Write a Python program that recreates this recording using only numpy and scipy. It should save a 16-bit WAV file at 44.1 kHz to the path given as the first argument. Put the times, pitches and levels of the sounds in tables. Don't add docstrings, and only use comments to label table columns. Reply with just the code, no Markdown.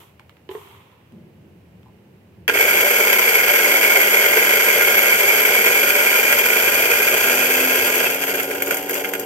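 import sys
import numpy as np
from scipy import signal
from scipy.fft import rfft, irfft
from scipy.io import wavfile
from scipy.ndimage import uniform_filter1d

SR = 44100
rng = np.random.default_rng(int(sys.argv[2]) if len(sys.argv) > 2 else 0)


def write(x):
    x = np.atleast_2d(x).T
    wavfile.write(sys.argv[1], SR, np.round(np.clip(x, -1, 1) * 32767).astype(np.int16))


N = 407925
TIME, BINS = np.arange(N) / SR, np.fft.rfftfreq(N, 1 / SR)
START = 2.479

# [pitch_hz, level_db]
MAINS = [(100, -65), (300, -46.5), (400, -45)]


def burrs(speed, load_db, running):
    load = amp(load_db)
    feed = np.clip(load, .5, 1)
    breaks = fractures(540 * feed, spread_db=0.0, ring_s=0.0038)
    breaks *= 1 + 0.097 * np.sin(2 * np.pi * MAINS[0][0] * TIME)
    breaks *= amp(1.8 * wander(110))
    breaks = steady(abs(uniform_filter1d(breaks, size=80)))
    crack = np.sqrt(0.08 + 1.12 * breaks) * load
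    middle = amp(-2.5) * hiss(above(760) * below(4150)) + amp(-11.5) * whine(speed, width_hz=84)
    bright = grit(speed, load_db, breaks) * hiss(above(3260))
    return running * (tumbling(load_db, breaks) + crack * middle + bright)


def grit(speed, load_db, breaks):
    level_db, knee_db, fill_s = -1.46, 1, 0.042
    throw_db, throw_from = 0.06, 81.3
    splinters = fractures(2200, spread_db=3.0, ring_s=0.000086)
    filled = 1 - np.exp(-np.maximum(TIME - START, 0) / fill_s)
    emptying_db = np.minimum(load_db - knee_db, 0)
    grit_db = level_db + emptying_db + throw_db * (speed - throw_from)
    return np.sqrt(0.14 + 0.52 * breaks + 0.23 * splinters) * filled * amp(grit_db)


def tumbling(load_db, breaks):
    # [time_s, level_db above the rumble]
    lurch_rows, lurch_s = [(2.489, 2.2), (2.555, 5.6), (2.862, 3.3), (3.005, 5.4), (3.985, 3.9),
                           (4.376, 3.4), (5.674, 4.8), (7.137, 3.2), (8.685, 4.3), (8.724, 6), (8.975, 2.3)], 0.011
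    rumble_db, rumble_follows = -1.74, 0.21
    clatter_db, clatter_follows = -1, 0.86
    thuds = fractures(150, spread_db=1.5, ring_s=0.0053)
    lurch = sum(amp(db) ** 2 * np.exp(-((TIME - s) / lurch_s) ** 2) for s, db in lurch_rows)
    power = 0.19 + 0.42 * breaks + .5 * steady(thuds) + lurch
    shake = np.sqrt(power) * amp(0.17 * wander(14))
    rumble = amp(rumble_db + rumble_follows * load_db) * hiss(below(585))
    clatter = amp(clatter_db + clatter_follows * load_db) * hiss(above(495) * below(1270))
    return shake * (rumble + clatter)


def whine(speed, width_hz):
    uneven = colour(rng.standard_normal((2, N)), below(width_hz, order=1) * below(610))
    uneven = np.sign(uneven) * np.sqrt(steady(uneven ** 2))
    return ports(unit(uneven * teeth(speed)), 0.61)


def teeth(speed):
    teeth_per_s = 29.8 * speed * (1 + .01 * wander(14))
    return np.cos(2 * np.pi * np.cumsum(teeth_per_s) / SR)


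def squeaks(speed):
    # [time_s, relative level_db]
    squeak_rows, squeak_s = [(5.579, 0), (5.603, -16), (8.07, 1.5)], 0.0063
    level = sum(amp(db) * np.exp(-((TIME - s) / squeak_s) ** 2) for s, db in squeak_rows)
    return amp(-8.5) * level * teeth(speed)


def snaps(load_db, running):
    # [time_s, body_db, treble_db]
    loud_rows = [(2.4793, 11.5, -1), (2.4884, 6, -8), (2.496, 9.5, -12), (2.5717, 9, -6), (2.913, 6, 0),
                 (3.129, 7, -2), (3.342, -12, -13), (4.9603, -7, -9), (5.284, -1, -5), (5.7749, 1, -5),
                 (6.198, 2, -5), (6.3262, 10, 3), (6.388, 4.5, 2), (6.9697, -4, -12), (7.5309, -11, -1),
                 (8.0433, -8, -7), (8.11, -3, 0), (8.145, -4, -3), (8.2372, 1, -3), (8.2798, -3, -5),
                 (8.2943, -7, -8), (8.3192, -4, -13), (8.3531, 0, -4), (8.3994, 4.5, -5), (8.431, -12, -4),
                 (8.4549, -11, -12), (8.5118, -1, -10), (8.5477, -12, -7), (8.622, 2, 1.5),
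                 (8.6617, -15, -5), (8.679, -16, -7), (8.7092, 5.5, 1.5), (8.7437, -4, 1),
                 (8.769, -2.5, -1), (8.8261, -14, -11), (8.895, -2, -3), (8.909, -9, -2), (8.9411, -12, -1),
                 (8.9777, -15, -7), (9.0455, 2.5, -9), (9.088, -21, -5.5), (9.136, 0, -2), (9.151, -4, -13),
                 (9.1965, -12, -2.5)]
    return cracks(np.vstack([loud_rows, chance_snaps(load_db, running)]), ring_s=0.0029)


def chance_snaps(load_db, running):
    snaps_per_s, body_db, treble_db = 9, 1.5, -21
    chance = running * amp(load_db) ** 2 * snaps_per_s / SR
    at = np.flatnonzero(rng.random(N) < chance)
    return np.column_stack([TIME[at], load_db[at, None] / 2 + [body_db, treble_db]])


def cracks(rows, ring_s):
    s, body_db, treble_db = np.transpose(rows)
    splinters = 0.29 + 0.76 * fractures(2500, spread_db=2.5, ring_s=0.000092)

    def shower(db):
        power = fade(impulses(s, amp(db) ** 2), ring_s)
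        return np.sqrt(splinters * abs(uniform_filter1d(power, size=60)))

    body = shower(body_db) * hiss(above(880, order=2) * below(3470))
    return body + shower(treble_db) * hiss(above(5900))


def housing(x):
    # [frequency_hz, left_db, right_db]
    body_colour = [(30, -34, -30), (99, -67, -39), (215, -19, -21), (297, -24, -28.5), (410.5, -5.5, -5.5),
                   (780, -18, -13.5), (1110, -24.5, -21.5), (1837, -12.5, -11), (3397, -19.5, -15.5),
                   (4080, -32.5, -31), (5100, -18.5, -20.5), (10700, -18.5, -27.5), (12150, -10.5, -28),
                   (16500, -24, -19)]
    # [centre_hz, width_hz, left_db, right_db]
    resonances = [(368, 34, 3, 4.5), (581.6, 15, 12, 4), (1002, 107, 2, 7.5), (1428, 135, 5, 14),
                  (1604.5, 62, 9, 13), (2262, 490, 11.5, 11), (3213, 162, 13.5, 6), (4677, 550, 9.5, 5.5),
                  (6590, 480, 5.5, 8), (6790, 210, -1.5, 10.5), (8400, 950, -1, 14), (9800, 180, -15, 14),
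                  (11750, 160, 1, 11), (11980, 350, 6, 8.5), (12830, 630, 11.5, 3), (14500, 240, 10, -7)]
    db = spectrum(body_colour)
    for hz, width, left_db, right_db in resonances:
        db = db + np.array([[left_db], [right_db]]) / (1 + (2 * (BINS - hz) / width) ** 2)
    cepstrum = irfft(np.log(amp(db.mean(0))), N)
    cepstrum[1:] *= 2 * (np.arange(1, N) < N // 2)
    phase = rfft(cepstrum).imag
    return colour(x, amp(db) * np.exp(1j * phase))


def motor(speed, running):
    # [multiple of the speed, level_db]
    shaft_orders = [(1, -61), (2, -48), (3, -36), (4, -39.5), (5, -41), (6, -42), (7, -47), (8, -38.5),
                    (9, -42), (10, -46.5), (11, -51)]
    turns = np.cumsum(speed * (1 + 0.002 * wander(25))) / SR
    free_db = np.interp(speed, [75.3, 83.7, 84.5, 95.0], [-12.0, -7, -1.0, -3.5])
    masked_db = np.minimum(speed - 86, 0) * 0.28
    shaft = 0
    for k, db in shaft_orders:
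        level = amp(db + free_db + (k > 3) * masked_db + 1.6 * wander(9))
        shaft = shaft + level * np.sin(2 * np.pi * (k * turns + rng.random()))
    mains = sum(amp(db + 2.9 * wander(6)) * np.sin(2 * np.pi * hz * TIME) for hz, db in MAINS)
    return np.sqrt(2) * running * (shaft + mains)


def knocks():
    # [time_s, strike_db, pitch_ratio, contact_db, contact_top_hz]
    knock_rows = [(0.4908, -24.5, .96, -38, 3600), (0.512, -35, 1.0, -40, 3400),
                  (0.55, -22, 1.035, -40, 2300)]
    # [mode_hz, level_db, t60_s]
    base_modes = [(335, -19, 0.042), (390, -24, 0.11), (405, 10.5, 0.045), (590, -27, 0.037),
                  (894, -15, .09), (1030, -11.5, 0.08), (1790, -20, .04), (2720, -28, 0.033),
                  (3450, -29, .04)]
    out = 0
    for s, db, pitch, contact_db, top_hz in knock_rows:
        ring = struck(base_modes, pitch, swell_cycles=2.6)
        thud = signal.oaconvolve(impulses([s], [amp(db)]), ring)[:N] * amp([[-1], [1]])
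        contact = np.sqrt(fade(impulses([s], [amp(contact_db) ** 2]), 0.0023))
        out = out + thud + contact * quiet_noise(above(640) * below(top_hz, order=8))
    return out


def ticks():
    # [time_s, hollow_ring_db, snap_db, treble_db]
    tick_rows = [(0.1958, -46, -42, -54), (0.2947, -57, -43, -54), (0.3682, -60, -50, -66),
                 (0.924, -57, -59, -72), (1.122, -66, -58, -61), (1.831, -68, -53, -69),
                 (1.859, -47, -61, -70), (1.884, -53, -68, -72)]
    # [mode_hz, level_db, t60_s]
    cup_modes = [(828, -6, 0.11), (910, -1, 0.078), (1027, -1, 0.071)]
    s, hollow_db, snap_db, treble_db = np.transpose(tick_rows)
    snap = np.sqrt(fade(impulses(s, amp(snap_db) ** 2), 0.0011))
    snap = snap * quiet_noise(above(830) * below(3100))
    edge = np.sqrt(fade(impulses(s, amp(treble_db) ** 2), 0.0015))
    edge = edge * quiet_noise(above(4500) * below(7000, order=1))
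    ring = struck(cup_modes, pitch=0.98, swell_cycles=1.2)
    hollow = signal.oaconvolve(impulses(s, amp(hollow_db)), ring)[:N]
    return snap + edge + hollow


def hissing_tails():
    # [start_s, level_db, rise_s, hold_s, fade_db_per_s, hollow_ring_db]
    tail_rows = [(0.0, -51, 0.002, 0.011, 127, -1), (0.492, -50, 0.024, 0.24, 42, 12.5)]
    # [frequency_hz, level_db]
    hiss_colour = [(180, -59), (300, -22), (398, 3.5), (519, -23), (1040, -1.5), (1610, -18), (2070, -11.5),
                   (2840, -13), (3240, -11), (4990, -28), (10900, -29.5), (12100, -24), (16000, -38)]
    ring_fades, treble_fades, treble_db = 63, 34, 8.5
    gain, out = amp(spectrum(hiss_colour)), 0
    grain = np.sqrt(0.55 + 0.31 * fractures(120, spread_db=2, ring_s=0.0046))
    for s, db, rise_s, hold_s, fall, ring_db in tail_rows:
        noise, age = quiet_noise(gain), np.maximum(TIME - s, 0)
        ring = colour(noise, below(680)) * amp(ring_db - ring_fades * age)
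        middle = colour(noise, above(750) * below(3600)) * grain
        treble = colour(noise, above(5800)) * amp(treble_db - treble_fades * age)
        level = amp(db - fall * np.maximum(age - hold_s, 0)) * np.minimum(age / rise_s, 1)
        out = out + level * (ring + middle + treble)
    return out


def hands():
    # [frequency_hz, relative level_db]
    handling_colour = [(65, -32), (110, -11), (188, -1), (285, -18), (355, -8), (554, -25), (619, -23),
                       (1000, -40), (1300, -62), (2200, -120)]
    # [mode_hz, level_db, t60_s]
    frame_modes = [(227, 1, 0.22), (390, -8, .16)]
    grip_s, bump_db, bump_decay_s, held_db = 1.115, -52, 0.19, -52
    bump = amp(bump_db) * np.exp(-np.maximum(TIME - grip_s, 0) / bump_decay_s)
    holding = gate(grip_s, START, edge_s=0.019) * (bump + amp(held_db + 2 * wander(13.0)))
    ring = struck(frame_modes, pitch=0.99, swell_cycles=1.2)
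    frame = signal.oaconvolve(impulses([1.124], [amp(-38)]), ring)[:N]
    return frame + holding * quiet_noise(amp(spectrum(handling_colour)))


def background():
    # [frequency_hz, relative level_db]
    kitchen_colour, kitchen_db = [(15, -51), (25, -65), (53, -8), (97, 3.5), (263, -8), (531, -8.5),
                                  (677, -14.5), (887, -15.5), (1230, -22), (1440, -21.5), (2910, -22.5),
                                  (3340, -29.5), (7310, -39), (12500, -37.5), (16000, -41)], -53.5
    # [start_s, end_s, level_db]
    swell_rows = [(1.6, 1.85, -55), (2.345, 2.85, -50), (3.4, 3.65, -56), (4.605, 5.096, -60),
                  (6.26, 7.016, -54.5), (7.0, 7.9, -56.5)]
    hum_db, hum_edge_s = -67.5, 0.093
    floor = amp(kitchen_db) * quiet_noise(amp(spectrum(kitchen_colour)) * above(79, order=2))
    swells = amp(hum_db) + sum(amp(db) * gate(start, end, hum_edge_s) for start, end, db in swell_rows)
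    return floor + swells * quiet_noise(above(100, order=8) * below(85, order=8))


def room(x, t60, wet_db):
    t = np.arange(SR * 2 // 3) / SR
    tail = rng.standard_normal((2, len(t))) * amp(-60 * t / t60) * (t > .004)
    tail /= np.linalg.norm(tail, axis=1, keepdims=True)
    return x + amp(wet_db) * signal.oaconvolve(colour(x, above(440, order=2)), tail, axes=1)[:, :N]


def hiss(gain):
    return ports(rng.standard_normal((2, N)), gain)


def ports(pair, gain):
    # [frequency_hz, likeness 0-1, left_lead_radians]
    side_rows = [(60, .92, 0), (450, .98, .1), (580, .66, .8), (750, .8, -.1), (1000, .3, 0),
                 (1600, .72, .9), (1850, .7, 4.2), (2230, .95, 4.1), (2800, .6, 6), (3400, .6, 8.6),
                 (5000, .45, 15), (8000, .5, 25), (12000, .55, 42), (16000, .4, 54)]
    like, lead = spectrum(side_rows)
    like = np.clip(like, 0, 1)
    a, b = rfft(pair)
    right = like * np.exp(-1j * lead) * a + np.sqrt(1 - like ** 2) * b
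    return irfft(np.array([a, right]) * gain, N)


def quiet_noise(gain):
    # [frequency_hz, difference_db]
    lean_rows = [(100, 1.5), (380, -2), (1290, -1), (2400, -6), (4400, -2.5), (8100, -8), (13000, 15)]
    a, b, shared = rfft(rng.standard_normal((3, N)))
    pair = np.array([a, b]) * above(780, order=1) + shared * below(460, order=1)
    x = irfft(pair * gain * amp(spectrum(lean_rows) * [[.5], [-.5]]), N)
    return x / np.std(x.mean(0))


def fractures(per_s, spread_db, ring_s):
    sizes = amp(spread_db * np.clip(rng.standard_normal(N), -2.2, 2.2)) ** 2
    power = fade(sizes * (rng.random(N) < per_s / SR), ring_s)
    return power / power.mean()


def struck(modes, pitch, swell_cycles):
    t = np.arange(SR // 3) / SR
    ring = 0
    for hz, db, t60 in modes:
        swell = 1 - np.exp(-t * hz / swell_cycles)
        ring = ring + amp(db - 60 * t / t60) * np.sin(2 * np.pi * pitch * hz * t) * swell
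    return ring


def steady(power):
    even_s = 0.11
    return power / (abs(uniform_filter1d(power, size=int(even_s * SR))) + 1e-9)


def fade(power, seconds):
    return signal.lfilter([1], [1, -np.exp(-1 / (seconds * SR))], power + 1e-20)


def impulses(times, sizes):
    return np.bincount(np.round(np.asarray(times) * SR).astype(int), sizes, N)[:N]


def wander(per_s):
    knots = rng.standard_normal(N // 40)
    return unit(np.interp(TIME * per_s, np.arange(len(knots)), knots))


def gate(start, end, edge_s):
    return np.clip(np.minimum(TIME - start, end - TIME) / edge_s + .5, 0, 1)


def curve(rows):
    s, *columns = np.transpose(rows)
    return [np.interp(TIME, s, c) for c in columns]


def spectrum(rows):
    hz, *columns = np.transpose(rows)
    return np.array([np.interp(np.log(BINS + 1), np.log(hz), c) for c in columns])


def colour(x, gain):
    return irfft(rfft(x) * gain, N)


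def above(hz, order=4):
    return 1 / np.sqrt(1 + (hz / (BINS + 1)) ** (2 * order))


def below(hz, order=4):
    return 1 / np.sqrt(1 + (BINS / hz) ** (2 * order))


def amp(db):
    return 10 ** (np.asarray(db) / 20)


def unit(x):
    return x / np.sqrt(np.mean(x ** 2) + 1e-20)


def scene():
    # [time_s, turns_per_s]
    speed_rows = [(2.6, 76.1), (3.0, 75.7), (3.4, 73.6), (3.8, 74.7), (4.2, 71.4), (4.8, 71.7), (5.0, 74.9),
                  (5.6, 76.7), (5.8, 79.3), (6.6, 79.4), (7.0, 81.7), (7.35, 85.3), (7.7, 86.4),
                  (7.97, 85.3), (8.2, 90.4), (8.75, 94.2), (9.25, 94.6)]
    # [time_s, db re full load]
    load_rows = [(2.53, -7), (2.58, -1), (4.0, 0.4), (6.95, -1), (7.3, -1.2), (8.03, -2.5), (8.14, -7.5),
                 (8.18, -10), (8.25, -7.5), (8.38, -8), (8.47, -14), (8.56, -11.5), (8.605, -16),
                 (8.66, -13.5), (8.72, -10), (8.8, -15), (8.87, -17.5), (8.91, -11.5), (9.0, -10),
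                 (9.03, -14), (9.13, -18), (9.25, -19.5)]
    speed, = curve(speed_rows)
    load_db, = curve(load_rows)
    running = np.clip((TIME - START) / 0.014, 0, 1)
    shaken = burrs(speed, load_db, running) + snaps(load_db, running) + squeaks(speed)
    grinding = (TIME >= START) * colour(housing(shaken), above(63, order=1))
    grinder = room(grinding, t60=0.14, wet_db=-10.0) + motor(speed, running)
    cup = room(knocks(), t60=0.27, wet_db=-6) + room(ticks(), t60=.25, wet_db=-7)
    return grinder + cup + hissing_tails() + hands() + background()


def record(dry):
    edge_hz = 15850
    excess = np.maximum(abs(dry) - .55, 0)
    rounded = dry - np.sign(dry) * (excess - .3 * np.tanh(excess / .3))
    lowpass = signal.firwin(511, edge_hz, window=("kaiser", 9), fs=SR)
    return signal.oaconvolve(rounded, lowpass[None], "same")


dry = scene()
out = record(dry)
write(out)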